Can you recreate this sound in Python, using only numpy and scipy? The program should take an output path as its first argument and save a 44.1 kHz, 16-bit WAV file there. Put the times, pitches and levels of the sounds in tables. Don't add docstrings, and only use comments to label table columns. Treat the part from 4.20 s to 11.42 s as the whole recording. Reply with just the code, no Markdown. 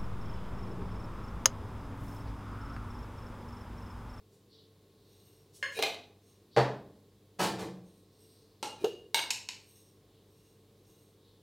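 import sys
import numpy as np
from scipy import signal
from scipy.fft import rfft, irfft, next_fast_len
from scipy.io import wavfile
from scipy.ndimage import uniform_filter1d, map_coordinates

SR = 44100
rng = np.random.default_rng(int(sys.argv[2]) if len(sys.argv) > 2 else 0)


def wav_record(signal):
    frames = np.transpose(np.atleast_2d(signal))
    bounded = np.clip(frames, -1, 1)
    quanta = np.round(bounded * 32767).astype(np.int16)
    wavfile.write(sys.argv[1], SR, quanta)


N = 318560
T = np.arange(SR) / SR
CLOCK = np.arange(N) / SR

# [f/Hz, level/dB]
SMALL_LID = [(1190, -12), (2110, -7), (2460, -13.5), (3149, -14.5), (3830, -4), (4075, -2), (6030, -14.5)]
LARGE_LID = [(1620, -6.5), (2230, -3.5), (2855, -4.5), (3080, -4.5), (3710, -1.5), (4030, -6), (4660, -8.5),
             (5500, -7.5), (6300, -9), (8390, -4)]
GLASS = [(1760, -24), (2845, -7), (3830, -23.5), (5380, -24.5), (6470, -22)]
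# [f/Hz, relative density/dB per Hz]
CRACK = [(40, -80), (300, -21), (900, -22.5), (1500, -4.5), (2100, -6), (2600, 3.5), (4000, 4),
         (5200, -1.5), (7500, -6), (10000, -10), (14000, -9.5), (16000, -18)]
BODY = [(30, -53.5), (125, -6), (200, -7), (320, 1), (450, 4.5), (700, 3.5), (1300, -10), (2500, -31.5),
        (8000, -66.5)]


def amp(db):
    return 10 ** (np.asarray(db) / 20)


def unit(x):
    return x / np.sqrt(np.mean(x ** 2) + 1e-20)


def blow(x, db):
    return amp(db) * x * np.sqrt(0.006 * SR / np.sum(x ** 2))


def along(points, hz):
    f, v = np.transpose(points)
    return np.interp(np.log(hz + 1), np.log(f), v)


def add(track, s, x):
    part = track[round(s * SR):][:len(x)]
    part += x[:len(part)]


def wobble(rate):
    knots = rng.standard_normal(int(N * rate / SR) + 4)
    return map_coordinates(knots, [CLOCK * rate])


def filtered(x, response):
    m = next_fast_len(x.shape[-1] + SR // 2)
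    spectrum = rfft(x, m) * response(np.fft.rfftfreq(m, 1 / SR))
    return irfft(spectrum, m)[..., :x.shape[-1]]


def resonate(x, peaks):
    def response(f):
        return sum(amp(db) * 1j * f * w / (c * c - f * f + 1j * f * w) for c, w, db in peaks)
    return filtered(x, response)


def causal(gain):
    cepstrum = irfft(np.log(gain), SR)
    cepstrum[1:SR // 2] *= 2
    cepstrum[SR // 2 + 1:] = 0
    return np.exp(rfft(cepstrum))


def flurry(envelope):
    force = rfft(rng.choice([-1, 1], SR) * envelope)
    smooth_gain = np.sqrt(uniform_filter1d(abs(force) ** 2, size=120))
    return irfft(force / causal(smooth_gain), SR)


def burst(spectrum, bright_db, t60):
    hz = np.fft.rfftfreq(SR, 1 / SR)
    tilt_db = bright_db * np.log2(1 + hz / 500)
    colour = causal(amp(along(spectrum, hz) + tilt_db))
    force = flurry(amp(-60 * (T / t60) ** 0.91))
    return irfft(rfft(force) * colour, SR)


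def tone(hz, t60, rise_s=0.0004):
    vibration = np.sin(2 * np.pi * (hz * T + rng.random()))
    return vibration * amp(-60 * T / t60) * (1 - np.exp(-T / rise_s))


def ring(modes, t60):
    return sum(rng.choice([-1, 1]) * amp(db + rng.normal(0, 1)) * tone(hz, t60) for hz, db in modes)


def soften(x, db):
    full_snap_db, dulling = -26, 0.5
    top_hz = 18000 * amp(dulling * (db - full_snap_db))
    return signal.sosfilt(signal.butter(2, top_hz, fs=SR, output="sos"), x)


def held(length):
    return np.exp(-(T / length) ** 4)


def swell(s, length):
    return np.exp(-(2 * (CLOCK - s) / length) ** 2)


def stroke(s, length, attack_s, fall_db_per_s):
    attack = np.clip((CLOCK - s) / attack_s, 0, 1)
    return attack * amp(-fall_db_per_s * np.maximum(CLOCK - s - length, 0))


def grains(rate):
    return (rng.random(N) < rate / SR) * rng.standard_normal(N)


def hiss(hz, octaves):
    band = lambda f: np.exp(-0.5 * (np.log2((f + 1) / hz) / octaves) ** 2)
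    return unit(filtered(rng.standard_normal(N), band))


def in_room(x, room_db, build_s=0.00091):
    # [f/Hz, t60/s]
    kitchen_decay = [(100, 1), (220, 1), (400, 0.56), (2000, 0.41), (5000, 0.4), (12000, 0.28)]
    hz, t, z = signal.stft(rng.standard_normal(SR), SR, nperseg=512)
    decay = amp(-60 * t / along(kitchen_decay, hz)[:, None])
    tail = signal.istft(z * decay, SR, nperseg=512)[1][:SR]
    spectrum = rfft(tail * (1 - np.exp(-T / build_s)))
    spectrum /= np.sqrt(uniform_filter1d(abs(spectrum) ** 2, size=60))
    response = irfft(1 + amp(room_db) * spectrum, SR)[:3 * SR // 4]
    return signal.fftconvolve(x, response)[:len(x)]


def background():
    # [f/Hz, level/dB]
    partials = [(49.5, -80), (99, -65.5), (199.5, -73.5), (300, -73.5), (399, -75.5), (442, -71.5),
                (1082, -84)]
    # [f/Hz, relative density/dB per Hz]
    rush_spectrum = [(25, -18.5), (50, -8), (62, -19), (80, -10.5), (130, -5.5), (220, -13), (440, -8.5),
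                     (620, -20), (820, -24), (1050, -25.5), (1400, -31.5), (2500, -32.5), (3900, -27),
                     (6000, -35.5), (15000, -38.5)]
    hum = 0
    for hz, db in partials:
        phase = 2 * np.pi * hz * CLOCK + 0.55 * wobble(1.32)
        hum = hum + amp(db + 0.43 * wobble(18)) * np.sin(phase)
    rush = unit(filtered(rng.standard_normal(N), lambda hz: amp(along(rush_spectrum, hz))))
    return hum + amp(-65 + 0.55 * wobble(3.2)) * rush


def brushing():
    # [t/s, level/dB, length/s, centre f/Hz]
    sleeves = [(0.34, -66, 0.065, 4200), (0.396, -68, 0.081, 3900), (0.92, -79, 0.48, 4000),
               (2.348, -64.5, 0.056, 4170), (4.136, -77.5, 0.54, 4420), (5.96, -80, 0.14, 3400),
               (7.08, -75.5, 0.16, 3900)]
    # [t/s, level/dB, length/s]
    fingers = [(0.14, -75, 0.05), (1.361, -60, 0.042), (1.542, -59.5, 0.061)]
    sweeps = sum(amp(db) * swell(s, length) * hiss(hz, octaves=0.25) for s, db, length, hz in sleeves)
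    slips = sum(amp(db) * swell(s, length) for s, db, length in fingers)
    return in_room(sweeps + slips * hiss(6200, octaves=0.77), room_db=2.0)


def seeds(shift_db=3.0, clump_db=3):
    # [t/s, level before the cut below/dB, length/s]
    seed_slides = [(1.024, -68, 0.33), (2.093, -65.5, 0.11), (3.715, -68, 0.13), (4.09, -71.5, 0.31),
                   (5.532, -63.5, 0.27), (6.23, -70.5, 0.27), (6.751, -68, 0.28)]
    # [f/Hz, width/Hz, level/dB]
    jar_wall = [(2870, 80, -3), (4000, 660, -4.5), (5580, 200, 2.5), (6380, 200, -1.5), (8450, 450, 1.5),
                (12330, 670, -4)]
    flow = sum(amp(db) * swell(s, length) for s, db, length in seed_slides)
    patter = grains(1500) * amp(clump_db * wobble(30))
    wall = sum(amp(shift_db * wobble(5.6)) * resonate(patter, [mode]) for mode in jar_wall)
    return amp(-7.5) * in_room(flow * unit(wall), room_db=7.0)


def drag():
    # [t/s, length/s, level/dB]
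    slides = [(3.187, 0.055, -32.5), (3.382, 0.029, -44.5)]
    # [f/Hz, relative density/dB per Hz]
    scrape_spectrum = [(40, -58), (120, -33), (200, -14), (480, -5), (670, -8), (920, -7), (1150, -12.5),
                       (2100, -17.5), (4300, -19), (8700, -27), (16000, -38)]
    # [f/Hz, width/Hz, level/dB]
    slab_modes = [(80, 11, -16), (134.4, 11, -5), (181.7, 7.5, 3.5), (323, 38, -8.5), (447, 33, -13)]
    attack_s = 0.013
    scrape = sum(amp(db) * stroke(s, length, attack_s, fall_db_per_s=453) for s, length, db in slides)
    shake = amp(-38) * stroke(slides[0][0], 0.25, attack_s, fall_db_per_s=80)
    slips = np.tanh(2 * grains(2200))
    grit = scrape * unit(filtered(slips, lambda hz: amp(along(scrape_spectrum, hz))))
    radiation = lambda hz: 1 / (1 + (hz / 700) ** 4 + (70 / (hz + 1)) ** 6)
    slab = filtered(resonate(slips, slab_modes), radiation)
    return in_room(grit, room_db=3.0) + shake * unit(slab)


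def set_down(slab_db=-16, tink_db=-19, bright_db=0.66, count=5):
    # [f/Hz, relative density/dB per Hz]
    thud = [(30, -66), (75, -13.5), (100, -45), (130, -12), (180, -8), (225, -11), (480, -4), (900, -7),
            (1350, -17), (1800, -16.5), (2300, -23), (4400, -28.5), (5500, -35), (16000, -61.5)]
    # [f/Hz, level/dB]
    counter = [(335, -7), (451, -4), (474, 2), (600, -1), (800, 0.5)]
    land_s, land_db = 2.364, -24.5
    rock_gap_s, rock_db, rock_loss_db = 0.0088, -21, 2.04
    rocks = [(land_s + (k + 1) * rock_gap_s, rock_db - rock_loss_db * k) for k in range(count)]
    out = np.zeros(N)
    for s, db in [(land_s, land_db)] + rocks:
        knock = blow(burst(thud, bright_db, t60=0.052), db)
        tink = blow(tone(4490, t60=0.092), db + tink_db)
        add(out, s, in_room(knock, room_db=-1.0, build_s=0.0021) + tink)
    boom = ring(counter, t60=0.14) * (1 - np.exp(-T / 0.025))
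    bend = tone(129, t60=0.41, rise_s=0.023)
    add(out, land_s, blow(boom, slab_db + 0.5) + blow(bend, slab_db - 3.5))
    return out


def pops(rise_s=0.003, glide_s=0.04, t60=0.031, linger_db=-17, overtone=0.19, puff_db=-9):
    # [t/s, level/dB, starting f/Hz, pitch rise/share, lingering length/s,
    # lip tick level/dB, glass ring level/dB, room level/dB]
    mouths = [(1.588, -28, 422, 0.25, 0.02, -39.5, -50.5, -2.5),
              (4.6408, -19.5, 394.5, .37, 0.042, -38.5, -36.5, -12.5)]
    out = np.zeros(N)
    for s, db, hz, glide, length, tick_db, glass_db, room_db in mouths:
        pitch = hz * (1 + glide * (1 - np.exp(-T / glide_s)))
        phase = 2 * np.pi * np.cumsum(pitch) / SR
        rise = 1 - np.exp(-T / rise_s)
        bounce = amp(-60 * T / t60) * (np.sin(phase) + overtone * np.sin(2 * phase))
        linger = amp(linger_db) * held(length) * np.sin(phase)
        air = blow(rise * (bounce + linger), db)
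        puff = blow(burst(BODY, 0, t60=0.09) * rise, db + puff_db)
        flick = blow(burst(CRACK, -1.1, t60=0.032), tick_db) + blow(ring(GLASS, t60=0.12), glass_db)
        add(out, s, in_room(air + puff, room_db))
        add(out, s + 0.0035, in_room(flick, room_db=-3))
    return out


def lid_rubs():
    # [t/s, level/dB, length/s, jar air level/dB, jar air f/Hz]
    rubs = [(1.56, -46, 0.018, -60, 468), (1.576, -41.5, 0.02, -42.5, 472), (1.622, -39, 0.008, -51, 465),
            (4.625, -60, 0.06, -48.5, 344)]
    # [f/Hz, width/Hz, level/dB]
    skirt_modes = [(1680, 70, -9), (2437, 81, -1.5), (2770, 200, -8.5), (3820, 60, 0), (5070, 90, -15.5),
                   (8950, 180, -14)]
    out = np.zeros(N)
    for s, db, length, air_db, air_hz in rubs:
        slips = np.sign(grains(3300))[:SR]
        skirt = amp(db) * unit(resonate(slips, skirt_modes))
        air = amp(air_db) * unit(resonate(slips, [(air_hz, 40, 0)]))
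        out += swell(s, length) * np.resize(skirt + air, N)
    return in_room(out, room_db=0.5)


def rattle(rim_db=-7.5, tick_db=-3.0):
    # [t/s, which jar, level/dB, brightness/dB per octave]
    touches = [(1.6385, "small", -35, -2.5), (1.6658, "small", -36.5, -8), (1.745, "small", -45.5, -4),
               (4.9884, "large", -37, -11), (4.993, "large", -30, -7.5), (5.0376, "large", -38.5, -10.5)]
    out = np.zeros(N)
    for s, jar, db, bright_db in touches:
        rim = ring(LARGE_LID if jar == "large" else SMALL_LID, t60=0.022)
        tick = burst(CRACK, bright_db, t60=0.02)
        add(out, s, blow(tick, db + tick_db) + blow(rim, db + rim_db))
    return in_room(out, room_db=-6.0)


def clacks():
    # [t/s, level/dB, chatter/s, top f/Hz, room level/dB]
    contacts = [(5.1053, -25.5, 0.0075, 9000, -2), (5.2879, -34, 0.0042, 6170, -1.5)]
    # [f/Hz, width/Hz, level/dB]
    base_modes = [(1005, 103, -4.5), (2610, 120, 3), (2940, 340, 0.5), (3900, 510, -3), (4440, 390, -2),
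                  (5250, 630, -0.5), (6580, 600, -1), (7370, 180, -3.5), (10900, 810, -9.5)]
    out = np.zeros(N)
    for s, db, chatter_s, top_hz, room_db in contacts:
        low_pass = signal.butter(2, top_hz, fs=SR, output="sos")
        force = signal.sosfilt(low_pass, flurry(held(chatter_s)))
        add(out, s, in_room(blow(resonate(force, base_modes), db), room_db))
    return out


def lids(tink_db=-1.0):
    # [t/s, level/dB, room level/dB]
    taps = [(1.4273, -33.5, 4.5)]
    # [t/s, which jar, crack level/dB, brightness/dB per octave, panel f/Hz,
    # panel level/dB, skirt f/Hz, skirt level/dB, rim ring level/dB, jolt level/dB, room level/dB]
    snaps = [(1.5897, "small", -41, -9, 800, -45, 1686, -49.5, -42, -37.5, 3.5),
             (1.6253, "small", -29.5, 0, 684, -31.5, 3030, -36, -28, -39, -0.5),
             (1.6350, "small", -34.5, -3, 793, -35.5, 2460, -33.5, -32.5, -39, 0.5),
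             (4.428, "large", -37, 1.5, 844, -35, 1360, -48, -43, -38, 4),
             (4.9445, "large", -28.5, 1.5, 897, -30.5, 2202, -32.5, -26, -41.5, 2.4)]
    # [f/Hz, level/dB]
    loose_lid = [(547, -11.5), (1089, -7), (1660, -1), (2110, -4), (2907, -23), (4250, -12.5),
                 (5168, -19.5), (6600, -15.5), (7402, -25), (9000, -22)]
    # [f/Hz, relative density/dB per Hz]
    tink_spectrum = [(100, -65), (1300, -15), (1780, 8.5), (2400, -13.5), (2900, 2.5), (3800, -16.5),
                     (15000, -37.5)]
    out = np.zeros(N)
    for s, db, room_db in taps:
        tink = blow(burst(tink_spectrum, 0, t60=0.015), db + tink_db)
        tap = blow(ring(loose_lid, t60=0.078), db) + tink
        add(out, s, in_room(tap, room_db))
    for (s, jar, db, bright_db, panel_hz, panel_db, skirt_hz, skirt_db,
         rim_db, jolt_db, room_db) in snaps:
        crack = blow(soften(burst(CRACK, bright_db, t60=0.02), db), db)
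        panel = blow(tone(panel_hz, t60=0.046), panel_db)
        skirt = blow(tone(skirt_hz, t60=0.035), skirt_db)
        rim = blow(ring(LARGE_LID if jar == "large" else SMALL_LID, t60=0.028), rim_db)
        glass = blow(ring(GLASS, t60=0.3), db - 10.5) if jar == "large" else 0
        jolt = blow(burst(BODY, 0, t60=0.0047), jolt_db)
        add(out, s, in_room(crack + panel + skirt + rim + glass + jolt, room_db))
    return out


def scene():
    surroundings = background() + brushing() + seeds()
    jars = drag() + set_down() + pops()
    lid_contacts = lid_rubs() + rattle() + clacks() + lids()
    return surroundings + jars + lid_contacts + amp(-78.5) * rng.standard_normal((2, N))


def record(dry, low_cut_hz=45):
    high_pass = signal.butter(3, low_cut_hz, "highpass", fs=SR, output="sos")
    thinned = signal.sosfilt(high_pass, dry)
    top_hz = 16100
    return filtered(thinned, lambda hz: 1 / np.sqrt(1 + (hz / top_hz) ** 200))


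dry = scene()
out = record(dry)
wav_record(out)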